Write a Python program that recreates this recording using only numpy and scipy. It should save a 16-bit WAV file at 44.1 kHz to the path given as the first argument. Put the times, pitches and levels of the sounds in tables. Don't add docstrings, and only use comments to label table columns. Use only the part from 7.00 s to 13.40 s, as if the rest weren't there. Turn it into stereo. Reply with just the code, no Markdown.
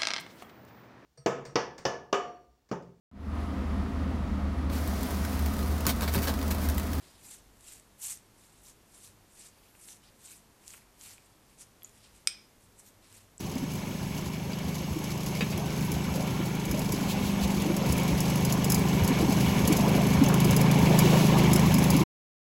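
import sys
import numpy as np
from scipy import signal
from scipy.io import wavfile

SR = 44100
rng = np.random.default_rng(int(sys.argv[2]) if len(sys.argv) > 2 else 0)


def generate_wav(sig):
    pcm = np.round(np.clip(np.atleast_2d(sig).T, -1, 1) * 32767).astype(np.int16)
    wavfile.write(sys.argv[1], SR, pcm)


N = 282240

# [f/Hz, level per hertz/dB]
FLOOR_SPECTRUM = [(12, -34), (20, 6), (48, -2.5), (106, 2), (319, -1), (582, -5), (855, -6.5), (954, -5),
                  (1090, -9), (1440, -10), (3560, -15), (7450, -15), (10900, -17.5), (14000, -17)]
# [f/Hz, bandwidth/Hz, rms level/dB]
HUM_LINES = [(100.2, 3.2, -73), (206.3, 4.4, -79.5)]
# [f/Hz, side level re mid/dB]
SIDE_LEVELS = [(60, -22), (150, -30.5), (380, -18), (940, -14), (2350, -8), (5870, -36), (14700, -51)]
# [t/s, f/Hz]
WHISTLE_GLIDES = [
    [(2.55, 13050), (2.635, 13800), (2.69, 13200), (2.744, 12300), (2.79, 12250), (2.84, 13300)],
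    [(4.86, 10700), (4.895, 11050), (4.96, 10400), (5.02, 10400)],
]
GLIDE_LEVELS = [-75, -77]
# [f/Hz, relative level/dB, t60/s]
DISH_MODES = [(1305, -13.5, 0.0081), (2260, -12, 0.02), (2465, -15, 0.038), (3620, -15, 0.016),
              (5010, -6.5, 0.012), (5010, 3, 0.019), (5720, -6, 0.0055), (7000, -33, .012),
              (7600, -14, .02), (8620, -4.5, 0.031), (8940, -6, 0.013), (10320, -24, 0.055),
              (12256, -31, 0.035), (13300, -20, .016)]
# [t/s, peak level/dB, f/Hz, t60/s, height of broad snap re ring]
STICKY_TICKS = [(0.609, -40, 8450, 0.0046, 1.4), (0.798, -40.5, 8100, 0.007, 0.5),
                (1.174, -36, 8730, 0.0046, 0.8), (2.048, -44, 3480, 0.0032, 1.4),
                (2.465, -41, 3500, .005, 1.2), (2.752, -44, 2670, 0.0038, 0.8),
                (2.8392, -42, 8950, 0.0065, 0.5), (2.887, -37, 4040, 0.004, 1),
                (3.6402, -46, 2600, 0.004, 1.7), (3.6796, -25.5, 7400, 0.0041, 2.1),
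                (3.7055, -34.5, 7100, 0.004, 0.5), (3.711, -47, 7950, 0.005, 0.7),
                (3.7356, -36, 8500, 0.005, 0.7), (3.7383, -39, 2400, .004, 1.1),
                (3.7423, -41.5, 1470, 0.0036, 1.2), (3.747, -41, 2400, 0.0029, 1.2),
                (3.7784, -46, 1900, 0.0026, 0.7), (3.8202, -49, 2080, 0.0042, 0.6),
                (4.012, -35.5, 7240, 0.0045, 0.8), (4.0385, -45, 8000, .005, .8),
                (4.0784, -40, 9370, 0.0045, 0.7), (4.181, -42, 2420, 0.0048, 0.5),
                (4.6684, -47, 9500, 0.005, 0.7), (4.8216, -41.5, 3400, 0.019, 0.27),
                (4.8327, -32.5, 11740, 0.0075, 0.28), (4.846, -32.5, 7000, 0.011, 0.31),
                (4.852, -43, 6730, 0.0085, 0.5), (4.8945, -44, 9000, 0.005, 0.7),
                (5.8003, -46, 8500, 0.0086, 0.7), (6.127, -39, 8200, 0.0042, 0.77),
                (6.3799, -35.5, 7800, 0.011, 0.4), (6.3954, -40.5, 5870, 0.024, 0.1)]
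# [t of full pressure/s, hold/s, rise/s, fall/s, hiss level/dB,
#                    level change over the hold/dB, drag level/dB, bright level re hiss/dB]
BRUSH_STROKES = [(.05, 0.054, 0.071, 0.17, -65, -2.5, -62, 1),
                 (.265, 0.053, .09, 0.1, -52.5, 2.5, -60.5, 3),
                 (0.684, 0.033, .11, .12, -52.5, 0.5, -60, 5),
                 (1.046, 0.057, 0.058, 0.073, -39.5, -0.5, -51, 6.5),
                 (1.44, .005, 0.11, 0.058, -61, -0.2, -68.5, 1.1),
                 (1.5, 0.078, .05, .08, -68.5, 2.5, -74, -3),
                 (1.665, 0.029, .07, 0.045, -56, 2.5, -64.5, 7),
                 (1.955, 0.089, 0.085, 0.085, -57.5, 5.5, -65.5, 1.1),
                 (2.405, 0.061, .12, 0.047, -52.5, 0.8, -60.5, 0.1),
                 (2.56, 0.1, 0.13, .1, -73.5, 1, -70.5, 6), (2.85, 0.044, 0.13, 0.097, -55.5, 6, -64, 6),
                 (3.04, 0.024, 0.023, 0.066, -65.5, -1.5, -61.5, -1.1),
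                 (3.265, 0.048, 0.11, 0.12, -55, 2, -62, 6), (3.7, 0.04, 0.11, 0.11, -55.5, 1.5, -61.5, 5),
                 (4.04, 0.059, .08, 0.093, -51, -0.5, -56.5, 7),
                 (4.25, .005, 0.14, 0.13, -68.5, -0.5, -72, 1.1),
                 (4.5, .005, 0.037, 0.12, -68.5, -1, -69.5, -1),
                 (4.612, .004, 0.039, 0.036, -49, -0.2, -59.5, -4),
                 (4.86, 0.11, 0.052, .1, -67, 0.1, -68, 1.1),
                 (5.045, .01, 0.074, 0.11, -66.5, 0.5, -63.5, -3),
                 (5.155, .005, 0.08, 0.12, -63.5, -1, -67, -3),
                 (5.635, .005, .06, 0.059, -65.5, -3, -85, -2.1),
                 (5.795, .005, 0.039, 0.043, -58, -1.5, -69, -1.1),
                 (5.875, 0.0046, 0.067, 0.039, -59.5, -0.5, -66, 8),
                 (6.05, .05, .06, .1, -66.5, -1, -65, 1.1), (6.15, 0.036, 0.086, 0.075, -60, 1.8, -65.5, 6)]
# [f/Hz, level per hertz/dB]
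BRISTLE_SPECTRUM = [(410, -49), (700, -12.5), (1730, -11), (2580, -6), (3150, -7), (4000, -7), (5200, -6.5),
                    (7580, 6), (9730, 2.5), (14000, -14)]

FLOOR_DB, FLOOR_NARROWER_DB, OPENING_DB, OPENING_FADE_S = -62.5, -14.5, 3.5, 0.23
RUMBLE_HZ, RUMBLE_WIDTH_HZ, RUMBLE_DB, RUMBLE_WANDERS_DB = 49.4, 4.8, -71.5, 0.5
SWELL_S, SWELL_LENGTH_S, SWELL_DB = 0.42, 0.19, 9
LOWER_LINE_HZ, LOWER_LINE_DB = 2980, -78
KITCHEN_T60_S, WALL_CUT_HZ, ECHO_DB, SIDEWAYS_DB = .36, 5500, -11, -30.5
TAP_S, TAP_DB, TAP_BASS_CUT_HZ = 5.2727, -14.5, 280
CRACK_DB, CRACK_T60_S = -15.5, 0.017
THUD_HZ, THUD_DB, THUD_T60_S = 554, -41, .008
HIT_SKEW_DB = -20
EDGE_DB, EDGE_CURVE = 22, 1.5
SLACK_DB_PER_S = 31
DRAG_GROWS_DB, BRIGHT_FADES_DB = 1, 1
DULL_GROWS_DB = 3
DRAG_BELOW_HZ, DULL_BELOW_HZ, BRIGHT_ABOVE_HZ = 5000, 7000, 10500
SLIPS_PER_S = 9000
CUTOFF_HZ = 13950


def from_db(db):
    return 10 ** (np.asarray(db) / 20)


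def rms_one(x):
    return x / np.sqrt(np.mean(x ** 2) + 1e-20)


def at_hz(points, hz):
    table_hz, table_db = np.array(points).T
    return np.interp(np.log(hz), np.log(table_hz), table_db)


def drift(rate_hz):
    step, warm_up = 40, 2000
    r = np.exp(-2 * np.pi * rate_hz * step / SR)
    noise = rng.standard_normal(N // step + warm_up + 2)
    slow = signal.lfilter([1], [1, -2 * r, r * r], noise)[warm_up:]
    return np.interp(np.arange(N) / step, np.arange(len(slow)), rms_one(slow))


def ring(x, hz, t60):
    r = from_db(-60 / (t60 * SR))
    w = 2 * np.pi * hz / SR
    not_quite_silent = x + 1e-18
    return signal.lfilter([0, np.sin(w)], [1, -2 * r * np.cos(w), r * r], not_quite_silent)


def bands(sources, low_hz, steps, narrower_db=0):
    edges = low_hz * 2 ** (np.arange(steps + 1) / 3)
    for k, (low, high) in enumerate(zip(edges, edges[1:])):
        band_pass = signal.butter(2, [low, high], "band", fs=SR, output="sos")
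        mid, side = signal.sosfilt(band_pass, sources[k % 2])
        hz = np.sqrt(low * high)
        side_gain = from_db(at_hz(SIDE_LEVELS, hz) + narrower_db)
        yield hz, mid + side_gain * side * [[1], [-1]]


def room_tone():
    now = np.arange(N) / SR
    white = rng.standard_normal((2, 2, N))
    floor = 0
    for hz, band in bands(white, 22, steps=28, narrower_db=FLOOR_NARROWER_DB):
        floor = floor + from_db(at_hz(FLOOR_SPECTRUM, hz)) * band
    floor_db = FLOOR_DB + OPENING_DB * np.exp(-now / OPENING_FADE_S)

    swell = np.exp(-((now - SWELL_S) / SWELL_LENGTH_S) ** 2)
    rumble_db = RUMBLE_DB + SWELL_DB * swell + RUMBLE_WANDERS_DB * drift(1.3)
    hum = 0
    for hz, width_hz, db in [(RUMBLE_HZ, RUMBLE_WIDTH_HZ, rumble_db)] + HUM_LINES:
        t60 = np.log(1000) / (np.pi * width_hz)
        hum = hum + from_db(db) * rms_one(ring(rng.standard_normal(N), hz, t60))
    return from_db(floor_db) * rms_one(floor) + hum


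def whistle():
    out, now = np.zeros(N), np.arange(N) / SR
    lower_line = np.subtract(WHISTLE_GLIDES[0], [0, LOWER_LINE_HZ])
    for glide, db in zip(WHISTLE_GLIDES + [lower_line], GLIDE_LEVELS + [LOWER_LINE_DB]):
        s, hz = np.transpose(glide)
        fade = np.clip(np.minimum(now - s[0], s[-1] - now) / .03, 0, 1)
        pitch = np.interp(now, s, hz) * (1 + .003 * drift(60))
        gain = np.sqrt(2) * from_db(db + 2.8 * drift(15))
        out += fade * gain * np.sin(2 * np.pi * np.cumsum(pitch) / SR)
    return out


def kitchen(x):
    s = np.arange(SR // 2) / SR
    noise = rng.standard_normal((2, len(s)))
    dull = signal.sosfilt(signal.butter(2, WALL_CUT_HZ, fs=SR, output="sos"), noise)
    treble = (noise - dull) * np.exp(-s / 0.068)
    build_up = np.minimum(s / 0.0036, 1)
    echoes = (dull + treble) * from_db(-60 * s / KITCHEN_T60_S) * build_up
    echoes = echoes / np.linalg.norm(echoes[0])
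    mid, side = signal.fftconvolve(x[None], echoes, axes=1)[:, :N]
    return mid + from_db(SIDEWAYS_DB) * side * [[1], [-1]]


def tap():
    at, blow, rattle = round(TAP_S * SR), np.zeros(N), np.zeros(N)
    blow[at] = 1
    after_s = np.arange(N - at) / SR
    rattle[at:] = rng.standard_normal(N - at) * from_db(-60 * after_s / CRACK_T60_S)
    crack = signal.sosfilt(signal.butter(3, [3000, 9000], "band", fs=SR, output="sos"), rattle)
    modes = np.zeros(N)
    for k, (hz, db, t60) in enumerate(DISH_MODES):
        modes += (-1) ** k * from_db(db) * ring(blow, hz, t60)
    dish = from_db(TAP_DB) * modes + from_db(CRACK_DB) * crack
    bass_cut = signal.butter(1, TAP_BASS_CUT_HZ, "high", fs=SR, output="sos")
    thud = from_db(THUD_DB) * ring(blow, THUD_HZ, THUD_T60_S)
    return signal.sosfilt(bass_cut, dish) + thud


def ticks():
    out, length = np.zeros(N), 2000
    grains = rng.standard_normal((len(STICKY_TICKS), 40)) * np.exp(-np.arange(40) / 7)
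    snap_band = signal.butter(2, [1100, 15000], "band", fs=SR, output="sos")
    for (s, db, hz, t60, snap_share), burst in zip(STICKY_TICKS, grains):
        push = np.zeros(length)
        push[:40] = burst
        tone = ring(push, hz, t60)
        sound = tone / np.abs(tone).max() + snap_share * signal.sosfilt(snap_band, push)
        at = round(s * SR)
        out[at:at + length] += from_db(db) * sound[:N - at] / np.abs(sound).max()
    return out


def pressure():
    columns = np.array(BRUSH_STROKES).T[:, :, None]
    start, held, rise, fall, hiss_db, change_db, drag_db, bright_db = columns
    s = np.arange(0, N / SR + .002, .002)
    along = np.clip((s - start) / held, 0, 1)
    outside = np.maximum(start - s, 0) / rise + np.maximum(s - start - held, 0) / fall
    dip_db = SLACK_DB_PER_S * held * np.sin(np.pi * along) ** 2
    shape_db = change_db * along - dip_db - EDGE_DB * outside ** EDGE_CURVE
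    course = np.clip(2 * (s - start + rise) / (rise + held + fall) - 1, -1, 1)
    levels_db = [hiss_db,
                 hiss_db + DULL_GROWS_DB * course,
                 drag_db + DRAG_GROWS_DB * course,
                 hiss_db + bright_db - BRIGHT_FADES_DB * course]
    gains = []
    for db in levels_db:
        gain = np.linalg.norm(from_db(db + shape_db), axis=0)
        gains.append(np.interp(np.arange(N) / SR, s, gain))
    return gains


def brush():
    hiss_gain, dull_gain, drag_gain, bright_gain = pressure()
    slips = rng.random((2, 2, N)) < SLIPS_PER_S / SR
    sizes = rng.standard_normal((2, 2, N))
    spread = np.minimum(rng.exponential(1, (2, 2, N)), 4)
    sizes = sizes * from_db(1.18 * spread)
    judder_db = 1.34 * drift(80)
    drag, dull, hiss, bright = 0, 0, 0, 0
    for hz, band in bands(slips * sizes, 700, steps=13):
        band = from_db(at_hz(BRISTLE_SPECTRUM, hz) + judder_db + 2.2 * drift(25)) * band
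        if hz < DRAG_BELOW_HZ:
            drag = drag + band
        elif hz < DULL_BELOW_HZ:
            dull = dull + band
        elif hz > BRIGHT_ABOVE_HZ:
            bright = bright + band
        else:
            hiss = hiss + band
    hissing = hiss_gain * hiss + dull_gain * dull + bright_gain * bright
    return hissing / (hiss + dull).std() + drag_gain * rms_one(drag)


def scene():
    strokes = brush()
    hits = ticks() + tap()
    skewed = hits + from_db(HIT_SKEW_DB) * np.gradient(hits) * [[1], [-1]]
    echoes = from_db(ECHO_DB) * kitchen(hits + strokes.mean(0))
    return strokes + skewed + echoes + whistle() + room_tone()


def record(dry):
    return signal.sosfilt(signal.ellip(12, .2, 70, CUTOFF_HZ, fs=SR, output="sos"), dry)


dry = scene()
out = record(dry)
generate_wav(out)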